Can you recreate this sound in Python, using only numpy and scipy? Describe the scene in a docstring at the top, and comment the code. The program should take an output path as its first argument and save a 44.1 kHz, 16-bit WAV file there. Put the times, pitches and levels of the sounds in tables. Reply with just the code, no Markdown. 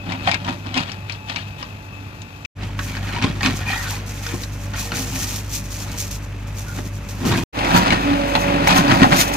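"""Backhoe digging a stony trench

A diesel backhoe is heard by a phone from three places in turn, with a short silence between.
The engine is firing tones and puffing noise; its geared hydraulic pump whines, lower under load.
Stick-slip ticks drive the steel bucket's modes: it grinds, clangs and thuds, and now and then squeals.
Stones crack and ring against it, and coloured grains are the soil that spills and trickles.
The trench walls scatter the sound, so the two microphone ports agree best in the bass."""
import sys
import numpy as np
from scipy import signal
from scipy.fft import rfft, irfft, next_fast_len
from scipy.io import wavfile
from scipy.ndimage import uniform_filter1d

SR = 44100
rng = np.random.default_rng(int(sys.argv[2]) if len(sys.argv) > 2 else 0)


def natural_amplitude(level_db):
    """Convert a level in decibels to a linear amplitude factor, elementwise."""
    exponent = np.asarray(level_db, float) / 20
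    return 10 ** exponent


def master(y):
    """Save y as 16-bit WAV."""
    cut = np.clip(np.atleast_2d(y).T, -1, 1)
    pcm = np.round(cut * 32767)  # scale
    wavfile.write(sys.argv[1], SR, pcm.astype(np.int16))


N = 412776
T = np.arange(N) / SR
F = np.fft.rfftfreq(next_fast_len(N), 1 / SR)
PATHS = 3  # straight, and off the trench walls to each port

# listening places: start_s, end_s, fade_in_s, left_lag_ms, left_minus_right_db near 500 Hz,
# the same in db near 3300 Hz, scatter_corner_hz, whine_reference_db
PLACES = [(0, 2.459, 0.00031, 0.27, -3.5, 17, 590, -49.5),
          (2.551, 7.437, 0.043, 0.033, 2.5, 0.85, 393, -57),
          (7.526, 9.37, 0.058, 0.45, -7.5, 6.5, 895, -39)]
# unloaded engine per place: whine_hz, firing_db, firing_octave_db, pump_db, pump_octave_db
ENGINE = [(2611, -50, -39.5, -55.5, -72), (2605, -34.5, -33.5, -52, -63),
          (2591, -31.5, -39.5, -29.5, -49.5)]
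# upper firing orders: multiple of the firing pitch, level_db against its octave
FIRING_ORDERS = [(3, -14), (4, -15.5)]
# higher pump orders: multiple of the pump pitch, level_db against the whine reference
PUMP_ORDERS = [(3, -3), (4, -9)]
# engine roar, one spectrum per place: frequency_hz, relative_level_db per Hz
ROAR_SPECTRA = [
    [(35, -38), (60, -11.5), (109, -7), (330, -21), (520, -24.5), (880, -23), (1400, -25), (6500, -44),
     (10600, -53.5), (12200, -42), (15000, -63)],
    [(35, -22), (60, -6.5), (107, -4.5), (289, -15.5), (399, -21.5), (2530, -26), (3050, -30.5),
     (15000, -60)],
    [(35, -47), (60, -15), (229, -12.5), (282, -10.5), (390, -17.5), (850, -11.5), (1350, -19),
     (2530, -20.5), (15000, -55)],
]
# overall roar per place: level_db
ROAR_DB = [-38, -34, -23.5]
# hydraulic load: time_s, share of full pressure (0-1)
LOAD = [(0, 0.7), (.25, 0.83), (1.2, 0.48), (2.3, 0.1), (2.5, 0.38), (3.2, 0.59), (3.8, 0.42), (5.2, 0.34),
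        (6.5, 0.37), (7.4, 0.48), (7.55, 0.14), (8.05, 0.42), (8.22, 0.97), (8.66, 0.84), (8.78, 0.47),
        (9.0, 0.77), (9.36, 0.4)]
# a low hum while the boom swings: start_s, length_s, level_db
HUMS = [(3.846, 0.31, -47), (4.248, 0.2, -44), (4.803, .32, -46), (5.882, 0.18, -48)]
# bucket plate modes, damped by soil: mode_hz, drive_db
BUCKET_MODES = [(135, -11), (184, -1), (262, 3), (344, -7), (590, -8), (690, -9), (780, -7), (850, -6),
                (960, -5), (1060, -9), (1480, -11.5), (1870, 0), (2300, -3), (2490, -1), (4300, -9)]
# steel squealing on stone: start_s, length_s, mode_hz, level_db
SQUEALS = [(3.658, 0.11, 2455, -26), (3.665, 0.17, 1870, -28), (3.853, 0.045, 1486, -33),
           (6.663, 0.082, 1460, -38)]
# stones knocking the bucket: start_s, strike_db, brightest_hz
KNOCKS = [(0.121, -18, 2280), (0.274, -5.5, 790), (0.314, -9.5, 2360), (0.343, -11, 2510),
          (0.447, -25, 2620), (0.478, -19, 885), (0.742, -18, 3133), (0.777, -12.5, 2630),
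          (0.917, -23, 5130), (1.097, -20.5, 2437), (1.122, -25, 4520), (1.296, -22.5, 2660),
          (1.36, -15.5, 2380), (1.627, -20.5, 1110), (2.218, -27, 6180), (2.449, -23.5, 2464),
          (2.791, -14, 1670), (2.968, -19, 1790), (3.224, -13.5, 2470), (3.408, -15, 1870),
          (3.431, -10.5, 2420), (3.46, -7.5, 2400), (4.265, -17, 5300), (4.435, -20.5, 3960),
          (4.736, -18.5, 1436), (4.919, -15, 1494), (6.775, -25.5, 800), (7.589, -16.5, 2620),
          (7.647, -13.5, 2120), (7.866, -12, 958), (7.905, -7.5, 2250), (8.352, -0.5, 830), (8.672, 0, 875),
          (8.706, -17, 2270), (8.879, -17, 2540), (8.91, -10.5, 939), (9.032, -3.5, 686.5),
          (9.12, -11, 2170)]
# teeth biting: peak_s, build_up_s, die_away_s, rasp_db, thud_db against the rasp
BITES = [(0.098, 0.068, 0.25, -35.5, 9.5), (0.289, 0.056, 0.11, -22, -2.5), (0.486, 0.052, 0.068, -29, 5.5),
         (0.67, 0.065, 0.18, -39, 8), (0.779, 0.046, 0.077, -20.5, -2.5), (0.89, 0.096, 0.097, -32.5, -5),
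         (1.11, 0.052, 0.074, -31, -15), (1.3, 0.027, 0.084, -28, -7), (1.37, 0.021, 0.12, -30.5, -9),
         (1.63, 0.11, 0.075, -39.5, -2), (2.63, 0.043, 0.066, -30.5, -4), (2.8, 0.026, 0.034, -32.5, 6),
         (2.972, 0.55, 0.11, -34.5, -3), (3.16, 0.32, 0.21, -27.5, -0.5), (3.246, 0.07, 0.088, -19, 4.5),
         (3.458, 0.066, 0.11, -19.5, 1.5), (3.739, 0.28, 0.29, -24.5, -12.5), (3.9, 0.14, 0.19, -30, -28),
         (4.29, 0.24, 0.22, -31.5, -18), (4.345, .025, 0.045, -38.5, 13.5), (4.745, 0.01, 0.44, -32, -8.5),
         (4.93, 0.017, 0.29, -31, 0), (5.17, 0.51, 0.53, -34, 0.5), (5.88, 0.24, 0.33, -37, -3),
         (6.79, 0.091, 0.076, -37.5, 11.5), (7.259, 0.054, 0.12, -30.5, 15.5), (7.33, 0.11, 0.17, -21, 5),
         (7.59, 0.034, 0.027, -34, 4), (7.75, 0.13, 0.17, -16, 5.5), (7.868, 0.021, 0.063, -16.5, 4),
         (7.928, 0.06, 0.067, -16, -0.5), (8.1, 0.23, 0.35, -32, 7.5), (8.364, 0.03, 0.051, -23, 4.5),
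         (8.48, 0.11, 0.62, -41, 21.5), (8.713, 0.06, 0.055, -10.5, -6.5), (8.776, 0.064, 0.071, -16.5, 1),
         (8.921, 0.11, 0.099, -18, 7), (9.031, 0.063, 0.054, -18.5, 8.5), (9.131, 0.041, 0.085, -17.5, 5),
         (9.21, 0.069, 0.051, -15.5, -16)]
# clang per place, before the share that follows the thud: level_db against the rasp
CLANG_DB = [2, -4.5, 3.5]
# soil pouring off the bucket: peak_s, build_up_s, die_away_s, level_db
SPILLS = [(2.8, 0.031, 0.59, -38.5), (3.43, 0.043, 0.12, -32.5), (3.57, 0.034, 0.037, -27.5),
          (3.78, 0.17, 0.13, -26), (3.908, 0.036, 0.065, -24.5), (4.279, 0.28, 0.67, -36),
          (4.8, 0.066, 0.16, -28), (4.959, 0.063, 0.35, -30), (5.2, 0.29, 0.35, -26),
          (5.55, 0.056, 0.087, -23.5), (5.721, 0.078, 0.41, -32), (6.0, 0.037, 0.1, -23.5),
          (6.59, 0.035, 0.067, -29), (6.718, 0.085, 0.23, -36), (7.27, 0.057, 0.16, -33),
          (7.389, 0.23, 0.17, -32.5), (7.78, 0.084, 0.057, -24), (8.4, 0.075, 0.091, -34),
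          (8.775, 0.019, 0.032, -19), (8.92, 0.12, 0.21, -34), (9.213, 0.085, 0.067, -15.5),
          (9.339, 0.019, 0.056, -23.5)]
# clods bursting on the ground: start_s, level_db
CLODS = [(4.061, -35), (5.637, -38), (5.821, -34), (5.915, -31), (5.975, -25), (6.108, -26), (6.47, -39),
         (6.681, -40), (7.086, -33), (8.352, -39), (8.673, -21)]
# loose soil that never stops running, per place: level_db
TRICKLE_DB = [-57.5, -51, -44.5]
# spectrum of running grit: frequency_hz, relative_level_db per Hz
GRIT_SPECTRUM = [(1470, -23), (2500, -5), (2720, -8.5), (4860, -4), (6300, 1), (9150, -11), (12100, -5.5),
                 (15500, -11.5)]

WHINE_PER_FIRING, WHINE_PER_PUMP = 52.0, 9  # pitch ratios
# at full load: the whine drops, the tones grow
SAG_HZ, PUMP_RISE_DB, PUMP_OCTAVE_RISE_DB, FIRING_OCTAVE_RISE_DB = 41.81, 3.5, 24.5, 4.5
HUM_HZ = 472
CLANG_PER_THUD = 0.7  # deeper bites clang more, dB per dB
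THUD_LINGER, ROUNDING = 1.37, 0.85  # the thud dies this much slower; swell top: 1 pointed, 2 round
CLOD_DIES_S = 0.051  # to lose 20 dB
TOP_HZ = 15500


def unit(x):
    """Scale to rms 1."""
    return x / np.sqrt(np.mean(x ** 2))


def colour(x, points):
    """Shape the spectrum by (Hz, dB) points on a log axis, rms 1."""
    hz, db = np.array(points, float).T
    gain = natural_amplitude(np.interp(np.log(F + 1), np.log(hz), db))
    size = next_fast_len(N)
    return unit(irfft(rfft(x, size) * gain, size)[:, :N])


def band(x, lo_hz, hi_hz):
    """Band-pass, rms 1."""
    sos = signal.butter(2, [lo_hz, hi_hz], "band", fs=SR, output="sos")
    return unit(signal.sosfilt(sos, x))


def by_place(values):
    """One value per place, held while that place is heard."""
    ends = [place[1] for place in PLACES]
    return np.array(values)[np.searchsorted(ends, T).clip(0, len(PLACES) - 1)]


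def walk(rate):
    """Random levels held 1 / rate s and slewed twice; spread near 1."""
    k = int(SR / rate)
    steps = np.repeat(rng.standard_normal(N // k + 1), k)
    return unit(uniform_filter1d(uniform_filter1d(steps, k), k)[:N])


def swells(peak_s, rise_s, fall_s, db):
    """Events that climb 20 dB over their build-up and lose it over their die-away; their powers add."""
    power = np.zeros(N)
    for s, rise, fall, level in zip(peak_s, rise_s, fall_s, db):
        near = slice(max(int((s - 3 * rise) * SR), 0), int((s + 3 * fall) * SR))
        away = np.where(T[near] < s, (s - T[near]) / rise, (T[near] - s) / fall)
        power[near] += natural_amplitude(level - 20 * away ** ROUNDING) ** 2
    return np.sqrt(power)


def lumps(rate, fall_s):
    """A flow level that jumps as a lump lands and then sinks back."""
    hits = rng.exponential(size=N) * (rng.random(N) < rate / SR)
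    return 1 + signal.lfilter([1], [1, -np.exp(-1 / (fall_s * SR))], hits)


def grains(rate, spread_db):
    """Random millisecond ticks, many small and few large; each path smears them its own way."""
    size = natural_amplitude(spread_db * np.minimum(rng.exponential(size=N), 6)) * (rng.random(N) < rate / SR)
    return unit(uniform_filter1d(size, size=40) * rng.standard_normal((PATHS, N)))


def clacks(rate, lo_hz, hi_hz, cycles, spread_db):
    """Loose stones hitting each other and the steel: each a short ring of its own pitch and size."""
    out = np.zeros((PATHS, N + SR))
    t = T[:SR // 25]
    for when, pitch, size, *phase in rng.random((int(rate * N / SR), 3 + PATHS)):
        hz = lo_hz * (hi_hz / lo_hz) ** pitch
        loudness = natural_amplitude(-spread_db * np.log(size + 0.0035))
        decay = np.exp(-t * np.sqrt(hz * lo_hz) / cycles)
        i = int(when * N)
        out[:, i:i + len(t)] += loudness * decay * np.sin(2 * np.pi * (hz * t + np.array(phase)[:, None]))
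    return unit(out[:, :N])


def ring(x, hz, t60):
    """One mode of a plate, driven by x; it loses 60 dB in t60 seconds."""
    r = np.exp(-np.log(1000) / (max(t60, .01) * SR))
    w = 2 * np.pi * hz / SR
    return signal.lfilter([np.sin(w)], [1, -2 * r * np.cos(w), r * r], x)


def plates(force, lo_hz, hi_hz):
    """Bucket modes in a range, high ones shorter; the contact point wanders, so each swells on its own."""
    return sum(natural_amplitude(db) * ring(force * natural_amplitude(4.5 * walk(20)), hz, 19 / hz ** .78)
               for hz, db in BUCKET_MODES if lo_hz <= hz < hi_hz)


def hums():
    """A soft wavering tone that comes and goes while the boom swings."""
    wave = np.sqrt(2) * natural_amplitude(2.5 * walk(12)) * np.sin(2 * np.pi * HUM_HZ * T + .4 * walk(9))
    return wave * sum(natural_amplitude(db) * np.clip(np.minimum(T - s, s + length - T) / .04, 0, 1)
                      for s, length, db in HUMS)


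def tone(phase, db, waver_db, slip):
    """A steady tone that swells (dB) and slips in phase (radians) a little."""
    level = np.sqrt(2) * natural_amplitude(db + waver_db * walk(14))
    return level * np.sin(phase + slip * walk(7.6) + rng.uniform(0, 2 * np.pi))


def engine():
    """Firing orders, the geared pump with its whine, and exhaust roar puffing once a firing."""
    load = np.interp(T, *np.array(LOAD).T)
    free_hz, fire_db, octave_db, pump_db, pump2_db = by_place(ENGINE).T
    whine_db = by_place([place[7] for place in PLACES])
    octave_db = octave_db + FIRING_OCTAVE_RISE_DB * load
    pump_db = pump_db + PUMP_RISE_DB * load
    pump2_db = pump2_db + PUMP_OCTAVE_RISE_DB * load

    # one shaft: firing and pump phases are geared to the whine
    whine = 2 * np.pi * np.cumsum(free_hz - SAG_HZ * load) / SR
    fire, pump = whine / WHINE_PER_FIRING, whine / WHINE_PER_PUMP
    tones = tone(fire, fire_db, .8, .12) + tone(2 * fire, octave_db, 1.4, .15)
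    tones += sum(tone(k * fire, octave_db + db, 2.2, 0.45) for k, db in FIRING_ORDERS)
    tones += tone(pump, pump_db, 3.5, .4) + tone(2 * pump, pump2_db, 2.2, .5)
    tones += sum(tone(k * pump, whine_db + db, 3.0, 0.8) for k, db in PUMP_ORDERS)
    tones += tone(whine + 1.2 * walk(130), whine_db - 3.5, 3.5, 1.2)

    noise = rng.standard_normal((PATHS, N)) + 0.25 * grains(2100, 4.9)
    noise = noise * (1 + 0.17 * np.cos(fire)) * natural_amplitude(1.0 * walk(6.7))
    place = by_place(range(len(ROAR_SPECTRA)))
    roar = sum((place == k) * colour(noise, points) for k, points in enumerate(ROAR_SPECTRA))
    # oil rushing through the valves hisses around the whine
    hiss = natural_amplitude(whine_db - 6.0) * band(noise, 2360, 2750)
    return tones, natural_amplitude(by_place(ROAR_DB)) * roar + hiss


def squeals():
    """Fast rubbing holds one plate mode for a moment."""
    rub = rng.standard_normal((PATHS, N))
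    out = np.zeros((PATHS, N))
    for s, length, hz, db in SQUEALS:
        arch = np.sqrt(np.clip(1 - (2 * (T - s) / length - 1) ** 2, 0, 1))
        out += natural_amplitude(db) * arch * unit(ring(rub, hz, .045))
    return out


def knocks():
    """Each stone: a sharp crack, a ring at its brightest pitch, rings of its own, a blow to the plates."""
    out, blows = np.zeros((PATHS, N + SR)), np.zeros(N)
    t = T[:SR // 5]
    fade = np.log(1000) * t  # 60 dB per second, sped up below
    for s, db, hz in KNOCKS:
        noise = rng.standard_normal((PATHS, len(t)))
        own_hz, size, *phase = rng.random((2 + PATHS, 7, 1))
        own_hz = 800 * 8 ** own_hz
        crack = band(band(noise, 500, 6000), hz / 3, min(2.5 * hz, 7500)) * np.exp(-t / 0.0045)
        tail = band(noise, hz * .9, hz * 1.08) * np.exp(-fade * np.sqrt(hz) / 3.8)
        waves = np.sin(2 * np.pi * (own_hz * t + np.array(phase)))
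        rings = np.sum(size * np.exp(-fade * np.sqrt(own_hz) / 3.5) * waves, axis=1)
        i = int(s * SR)
        out[:, i:i + len(t)] += natural_amplitude(db) * (.45 * crack + .33 * tail + .17 * rings)
        blows[i] += natural_amplitude(db)
    return out[:, :N] + natural_amplitude(-30.5) * plates(blows, 100, 5000)


def digging():
    """Teeth stick and slip over stones: uneven bursts of ticks drive the steel while grit pours."""
    slips = natural_amplitude(2.2 * walk(40))
    force = unit(grains(2400, 2.1) * slips)
    stones = clacks(450, 700, 4800, 7.5, 2.4)
    rasp = unit(.75 * band(force, 996, 3600) + .4 * unit(plates(force, 1400, 5000)) + .65 * stones)
    clang = unit(band(force, 570, 1564) + .75 * unit(plates(force, 400, 1400)))
    thud = unit(band(force, 85, 306) + 0.97 * unit(plates(force, 100, 400)))

    s, rise, fall, rasp_db, thud_db = np.array(BITES).T
    bite = swells(s, rise, fall, rasp_db)
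    clang_level = natural_amplitude(by_place(CLANG_DB)) * swells(s, rise, fall, rasp_db + CLANG_PER_THUD * thud_db)
    thud_level = swells(s, rise, THUD_LINGER * fall, rasp_db + thud_db)
    steel = bite * rasp + clang_level * clang + thud_level * thud

    grit = colour(grains(7000, 1.6) * slips * np.sqrt(lumps(18, .03)), GRIT_SPECTRUM)
    clod_s, clod_db = np.array(CLODS).T
    clods = swells(clod_s + .002, .002 + 0 * clod_s, CLOD_DIES_S + 0 * clod_s, clod_db)
    spills = swells(*np.array(SPILLS).T)
    crushed = natural_amplitude(-44.0) * bite  # crushed grit follows the rasp
    return steel + (spills + clods + natural_amplitude(by_place(TRICKLE_DB)) + crushed) * grit


def ports(tones, paths):
    """Per place: the straight path reaches the left port late; the wall paths differ, most in the treble."""
    out, size = np.zeros((2, N)), next_fast_len(N)
    octave = np.log2(F + 1)
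    tones, (straight, *walls) = rfft(tones, size), rfft(paths, size)
    low_hump = np.exp(-((octave - np.log2(500)) / 0.63) ** 2)
    high_hump = np.exp(-((octave - np.log2(3300)) / 0.97) ** 2)
    for start, end, fade, lag_ms, low_db, high_db, corner_hz, _ in PLACES:
        share = .56 / (1 + (corner_hz / (F + 1)) ** 2)  # of the power, off the walls
        tilt_db = low_db * low_hump + high_db * high_hump
        gate = np.clip((T - start) / fade, 0, 1) * (T < end)
        for ear, sign in enumerate((1, -1)):
            # each port takes half the lag and half the tilt
            lag = np.exp(-1j * np.pi * F * sign * lag_ms / 1000)
            heard = (tones + straight * np.sqrt(1 - share)) * lag + np.sqrt(share) * walls[ear]
            out[ear] += gate * irfft(heard * natural_amplitude(sign * tilt_db / 2), size)[:N]
    return out


def scene():
    """Engine, pump and bucket as the two ports hear them."""
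    tones, roar = engine()
    return ports(tones + hums(), roar + digging() + knocks() + squeals())


def low_pass(x):
    """Removes everything above the highest recorded frequency."""
    return signal.sosfilt(signal.butter(12, 15800, fs=SR, output="sos"), x)


def record(dry):
    """The phone rounds the loudest peaks and cuts the top."""
    rounded = np.tanh(1.099 * dry) / 1.037
    mix = signal.sosfilt(signal.ellip(8, .2, 50, TOP_HZ, fs=SR, output="sos"), rounded)
    return low_pass(mix)


dry = scene()
out = record(dry)
master(out)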